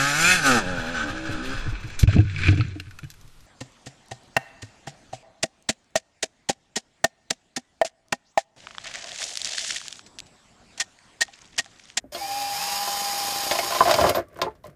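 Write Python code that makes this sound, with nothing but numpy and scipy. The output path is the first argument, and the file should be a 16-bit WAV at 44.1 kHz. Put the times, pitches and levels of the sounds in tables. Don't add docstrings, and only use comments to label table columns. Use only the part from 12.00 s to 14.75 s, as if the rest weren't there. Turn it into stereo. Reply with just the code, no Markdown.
import sys
import numpy as np
from scipy import signal
from scipy.fft import rfft, irfft
from scipy.io import wavfile
from scipy.ndimage import uniform_filter1d

SR = 44100
rng = np.random.default_rng(int(sys.argv[2]) if len(sys.argv) > 2 else 0)


def to_wav(s):
    ch = np.atleast_2d(s).T
    pcm = np.round(np.clip(ch, -1, 1) * 32767)
    wavfile.write(sys.argv[1], SR, pcm.astype(np.int16))


def invert_db(x):
    u = np.asarray(x, float) / 20
    return 10 ** u


N = 121275

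# t/s, level/dB
EFFORT = [(.112, -108), (.122, -40), (.17, -38.5), (.3, -33.5), (.52, -32), (.575, -29), (1, -28),
          (1.5, -28), (2.1, -30.5), (2.125, -44.5), (2.16, -38.5), (2.195, -49), (2.23, -75), (2.3, -100)]


def evened(x):
    return x / np.sqrt(np.mean(x ** 2) + 1e-20)


def read(points, hz):
    f, value = np.transpose(points)
    return np.interp(np.log(hz + 1), np.log(f + 1), value)


def follow(rows):
    rows = np.transpose(rows)
    return [np.interp(np.arange(N) / SR, rows[0], col) for col in rows[1:]]


def drift(seconds):
    width = max(round(seconds * SR), 1)
    once = uniform_filter1d(rng.standard_normal(N), width)
    return evened(uniform_filter1d(once, width))


def colour(x, gain):
    return irfft(rfft(x) * gain(np.fft.rfftfreq(N, 1 / SR)), N)


def resonate(x, bands):
    out = np.zeros(len(x))
    for k, (hz, width, db) in enumerate(bands):
        out += (-1) ** k * invert_db(db) * signal.lfilter(*signal.iirpeak(hz, hz / width, SR), x)
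    return out


def tone(hz):
    return np.sqrt(2) * np.sin(2 * np.pi * np.cumsum(hz) / SR + 6 * rng.random())


def air():
    # f/Hz, density/dB per Hz
    air_spectrum = [(25, -3), (55, 7), (101, 0.5), (558, -13), (759, -23), (1710, -21.5), (2670, -32),
                    (4300, -33.5), (16000, -17)]
    noise = rng.standard_normal(N)
    return invert_db(-57) * evened(colour(noise, lambda hz: invert_db(read(air_spectrum, hz)) / (1 + (hz / 4500) ** 2)))


def reflections(x):
    t60 = 0.083
    t = np.arange(round(t60 * SR)) / SR
    decay = rng.standard_normal(len(t)) * invert_db(-60 * t / t60)
    decay /= np.linalg.norm(decay)
    response = np.r_[np.zeros(200), signal.lfilter([.5], [1, -.8], decay)]
    return invert_db(-10) * signal.fftconvolve(x, response)[:N]


def ticks():
    # t/s, peak level/dB
    snaps = [(2.096, -19), (2.2852, -56), (2.3296, -59), (2.3436, -54), (2.372, -47.5), (2.389, -48),
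             (2.425, -41), (2.5527, -65), (2.6373, -55), (2.65, -50), (2.6693, -45), (2.7, -56)]
    out, t = np.zeros(N + SR), np.arange(SR // 10) / SR
    envelope = invert_db(-60 * t / .008) + invert_db(-7.5 - 60 * t / 0.057)
    for s, db in snaps:
        out[round(s * SR):][:len(t)] += invert_db(db) * rng.standard_normal(len(t)) * envelope
    return signal.lfilter(*signal.butter(2, 4000, "high", fs=SR), out[:N])


def taps():
    # t/s, peak level/dB
    strikes = [(0.738, -48), (0.782, -45), (0.832, -42.5), (0.876, -40.5), (0.947, -43), (1.019, -35.5),
               (1.059, -41), (1.098, -45), (1.133, -34), (1.168, -40.5), (1.208, -35), (1.249, -30.5),
               (1.285, -30.5), (1.324, -31), (1.361, -29.5), (1.39, -40), (1.436, -32.5), (1.467, -26),
               (1.512, -23.5)]
    # f/Hz, level/dB, T60/s
    floor_modes = [(560, 0, .035), (670, -1, .035), (1050, -9, .03), (330, -10, .04)]
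    out, t = np.zeros(N + SR), np.arange(SR // 10) / SR
    for s, db in strikes:
        ring = np.zeros(len(t))
        for hz, mode_db, t60 in floor_modes:
            detune = rng.uniform(1.0, 1.14)
            ring += invert_db(mode_db - 60 * t / t60) * np.sin(2 * np.pi * hz * detune * t)
        out[round(s * SR):][:len(t)] += invert_db(db - 1) * ring
    return out[:N]


def rings():
    SQUEAK_HZ = 13330
    # t/s, f/Hz, peak level/dB, T60/s
    free_modes = [(2.155, SQUEAK_HZ, -28, .09), (2.156, 13650, -34, .07), (2.156, 13020, -36, .06),
                  (2.12, 2200, -36, .08), (1.512, 1780, -23, .06), (2.268, 1150, -57, .2),
                  (.166, 520, -39, .12), (.875, 590, -26, .05), (.04, 266, -33.5, .046),
                  (.04, 590, -37, .038), (.122, 590, -37, .2), (.876, 1030, -25, .05),
                  (.149, 3300, -28, .036), (.148, 4300, -29, .03), (2.417, 4670, -21, .021),
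                  (2.474, 875, -24, .085), (2.467, 431, -24, .09), (2.68, 145, -36, .13),
                  (1.807, 650, -7, .07), (1.807, 1014, -4, .035), (1.553, 1040, -24, .05),
                  (1.722, 1030, -22, .05), (1.758, 1050, -22, .05), (2.388, 700, -27, .06)]
    out = np.zeros(N)
    for s, hz, db, t60 in free_modes:
        t = np.maximum(np.arange(N) / SR - s, 0)
        rise = np.minimum(t * hz, 1) ** 2
        out += rise * invert_db(db - 60 * t / t60 + 2 * drift(0.00097)) * np.sin(2 * np.pi * hz * t)
    return out


def friction_slips():
    slips_per_s, spread_db = 920, 2.5
    size = invert_db(spread_db * np.minimum(rng.exponential(1, N), 4))
    return signal.lfilter([1], [1, -.99], (rng.random(N) < slips_per_s / SR) * size)


def rubbing(slips):
    # t/s, level/dB
    rub_level = [(1.4, -33), (1.75, -43), (1.82, -35.5), (1.95, -33), (1.975, -32), (2.04, -22),
                 (2.11, -29), (2.135, -44.5), (2.17, -23), (2.215, -44), (2.26, -62.5), (2.32, -58.5),
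                 (2.37, -45.5), (2.45, -32), (2.54, -62), (2.62, -78), (2.66, -46.5), (2.75, -67.5)]
    # f/Hz, width/Hz, level/dB
    sheet_modes = [(345, 62, -7.5), (431, 81, -6.5), (578, 116, -3), (671, 140, -8.5), (1080, 120, -15.5),
                   (1760, 890, -22)]
    puffs = slips * rng.standard_normal(N)
    sheet = evened(resonate(puffs, sheet_modes))
    thump = evened(resonate(puffs, [(70.4, 23, -0.5), (124, 45, 3.5)]))
    mix = sheet + invert_db(-8) * thump + invert_db(-44) * evened(puffs)
    onset = np.clip((np.arange(N) / SR - rub_level[0][0]) / 0.48, 0, 1)
    return onset * invert_db(follow(rub_level)[0] + 1) * mix


def knocks():
    # t/s, peak level/dB, brightness level/dB, T60/s
    impacts = [(0.147, -26, -9, 0.18), (0.875, -25, -19, 0.048), (1.511, -16, 0.5, 0.088),
               (1.552, -19, -6, 0.1), (1.588, -13.5, -3, 0.056), (1.628, -24.5, -22, 0.28),
               (1.706, -21, -6, 0.13), (1.722, -22.5, -3, 0.1), (1.748, -17.5, -5, 0.11),
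               (1.762, -20, -7, 0.067), (1.805, -0.5, -34.5, 0.038), (1.854, -13, -14, 0.34),
               (1.784, -25.5, -0.5, 0.18), (1.874, -9, -22, 0.24), (1.971, -26, -13, 0.074),
               (2.021, -16.5, -29, .06), (2.052, -21, -13.5, 0.13), (2.119, -24, -17.5, 0.033),
               (2.159, -15.5, -21, 0.11), (2.192, -28, -22.5, .05), (2.552, -47.5, -11, 0.09),
               (1.894, -11.5, -10, 0.25), (1.911, -5.5, -1, 0.026), (1.94, -12, 0, 0.048),
               (1.986, -6.5, -21, 0.15), (2.011, -7.5, -10, 0.043), (2.039, -4.5, -36.5, 0.12),
               (2.065, -13, -11.5, 0.14), (2.091, -13, -4.5, 0.058), (2.148, -16.5, -8, 0.11),
               (2.179, -13.5, -19.5, 0.031), (2.371, -44.5, -11.5, 0.11), (2.388, -22.5, -26, 0.052),
               (2.416, -13.5, -2.5, 0.049), (2.427, -15.5, -13, 0.018), (2.465, -22, -36, 0.076),
               (2.64, -32.5, -16, 0.095)]
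    # f/Hz, width/Hz, level/dB
    body_modes = [(380, 120, -9), (560, 90, -5), (650, 75, 4), (1050, 110, -3), (1404, 166, -12),
                  (1750, 500, -19)]
    flex, rise_s = .03, .002
    blow_db, crack_db, tick_db = 9.5, 3, -14.5
    out, t = np.zeros(N + SR), np.arange(SR // 5) / SR
    crack_band = signal.butter(2, [1300, 5500], "bandpass", fs=SR)
    for s, db, bright_db, t60 in impacts:
        a, b = rng.standard_normal((2, len(t)))
        bend = 1 + flex * rng.uniform(-0.49, 1)
        blow = 1 + invert_db(blow_db - 60 * t / 0.011)
        push = a * blow * invert_db(-60 * t / max(t60, .02))
        modes = [(hz * bend, width, mode_db) for hz, width, mode_db in body_modes]
        body = np.minimum(t / rise_s, 1) * resonate(push, modes)
        crack = signal.lfilter(*crack_band, b * invert_db(-60 * t / t60))
        crack += np.diff(b, prepend=0) * invert_db(tick_db - 60 * t / (0.45 * t60))
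        hit = body / abs(body).max() + invert_db(bright_db + crack_db) * crack
        out[round(s * SR):][:len(t)] += invert_db(db) * hit
    return out[:N]


def hiss(flicker):
    # f/Hz, density/dB per Hz
    gear_spectrum = [(100, -25), (250, -22), (600, -9.5), (1000, -5.5), (1500, -9.5), (4000, -9),
                     (8000, -13.5), (14500, -16)]
    # f/Hz, width/Hz, level/dB
    housing_modes = [(623, 36, 0.5), (2230, 44, -63), (4980, 560, 6), (4982, 52, 18.5), (6610, 153, 4),
                     (13900, 210, 3.5)]
    grit = rng.standard_normal(N) * flicker
    mix = evened(colour(grit, lambda hz: invert_db(read(gear_spectrum, hz))))
    mix = mix + invert_db(-4.0) * evened(resonate(grit, housing_modes))
    ripple = invert_db(2.5 * drift(60 / SR))[:N // 2 + 1]
    mix = colour(mix, lambda hz: ripple / (1 + (hz / 14600) ** 80))
    return invert_db(follow(EFFORT)[0] - 3) * mix


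def whine():
    # t/s, f/Hz, level/dB
    switching = [(.18, 805, -99), (.203, 803, -48), (.218, 801, -31), (.258, 795, -31), (.274, 790, -48),
                 (.288, 797, -32), (.364, 811, -30), (.57, 807, -33), (.6, 810, -41), (.63, 810, -33),
                 (1.2, 805, -33), (1.45, 802, -35), (1.8, 798, -37), (2.1, 796, -38), (2.13, 796, -99)]
    # multiple, level/dB
    overtones = [(3, -21), (6, -13)]
    # t/s, f/Hz, level/dB
    slow_beat = [(.13, 345, -99), (.2, 338, -51), (.3, 294, -56.5), (.4, 281, -52), (.52, 268, -61),
                 (.58, 259, -99)]
    # t/s, f/Hz, level/dB
    slow_mesh = [(.12, 2050, -99), (.17, 2150, -46), (.33, 2600, -49), (.5, 2680, -48), (.6, 2700, -99)]
    # t/s, f/Hz, level/dB
    climbing_mesh = [(.3, 2420, -99), (.35, 2440, -48), (.48, 2430, -47), (.56, 2370, -46), (.6, 2550, -43),
                     (.65, 2680, -45), (.75, 2770, -45), (.9, 2800, -55), (1.1, 2800, -99)]
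    hz, level_db = follow(switching)
    main = tone(hz * (1 + 0.0032 * drift(.02))) * invert_db(1.4 * drift(0.016))
    for multiple, db in overtones:
        main += invert_db(db) * tone(multiple * hz * (1 + .004 * drift(.01)))
    out = invert_db(level_db) * main
    for track in (slow_beat, slow_mesh, climbing_mesh):
        track_hz, track_db = follow(track)
        out += invert_db(track_db) * tone(track_hz * (1 + .008 * drift(.006)))
    return out


def shaft():
    # t/s, f/Hz
    shaft_speed = [(.12, 120), (.17, 110), (.25, 126), (.33, 113), (.42, 114), (.52, 122), (.575, 162),
                   (.62, 180), (.7, 194), (.8, 201), (1, 204), (2.1, 204), (2.16, 150), (2.23, 40)]
    multiples = [1, 5, 6, 15]
    multiple_db = [-28.5, -15.5, -22, -20]
    # t/s, level/dB
    free_gain = [(.12, 4.5), (.5, 3), (.6, 4.5), (.7, 2), (.9, 1.5), (1.2, -1.5), (1.6, -1.5), (2.2, 10)]
    speed = follow(shaft_speed)[0] * (1 + 0.0022 * drift(0.033))
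    orders = sum(invert_db(db) * tone(k * speed) for k, db in zip(multiples, multiple_db))
    return invert_db(follow(EFFORT)[0] + follow(free_gain)[0]) * (speed / 204) ** 0.84 * orders


def ports(mid, other):
    # f/Hz, level/dB
    side_level = [(60, -18), (130, -7.5), (290, -10), (640, -3.5), (1410, -0.5), (3100, 0), (6820, 0),
                  (15000, -3)]
    # f/Hz, share/0-1
    tied_share = [(60, 1), (250, 0), (600, 1), (1500, 1), (5000, 0.14), (14000, 0.98)]
    # f/Hz, phase/rad
    phase_turn = [(300, 0.5), (600, 0.66), (1200, 1.52), (2500, 1.4), (5000, -0.8), (9000, 2.5),
                  (14000, 1.4)]
    hz = np.fft.rfftfreq(N, 1 / SR)
    tied = np.clip(read(tied_share, hz), 0, 1)
    coherent = tied * rfft(mid) * np.exp(1j * read(phase_turn, hz))
    own = np.sqrt(1 - tied ** 2) * rfft(other)
    side = irfft(invert_db(read(side_level, hz)) * (coherent + own), N)
    return mid + np.array([[1], [-1]]) * side


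def scene():
    # t/s, level/dB
    balance = [(0, -0.5), (.35, 0), (.7, -1), (1.2, -1.5), (1.55, -2), (1.9, -2), (2.3, -2), (2.75, 0.5)]
    flicker = invert_db(drift(0.0033) + 0.46 * drift(0.014))
    slips = friction_slips()
    clean = shaft() + whine()
    struck = rings() + taps()
    views = []
    for _ in range(2):
        tray = knocks() + ticks() + rubbing(slips) + struck
        views.append(hiss(flicker) + tray + reflections(tray) + air())
    stereo = ports(views[0] + clean, views[1])
    return stereo * invert_db(np.array([[.5], [-.5]]) * follow(balance)[0])


def top_cut(x):
    return signal.sosfilt(signal.butter(12, 16440, fs=SR, output="sos"), x)


def record(dry):
    low_pass = signal.firwin(101, 15400, window=("kaiser", 3), fs=SR)
    mix = signal.oaconvolve(dry, low_pass[None], "same")
    mix = signal.lfilter(*signal.butter(2, 45, "high", fs=SR), mix)
    mix = .95 * np.tanh(mix / .95)
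    return top_cut(mix)


dry = scene()
out = record(dry)
to_wav(out)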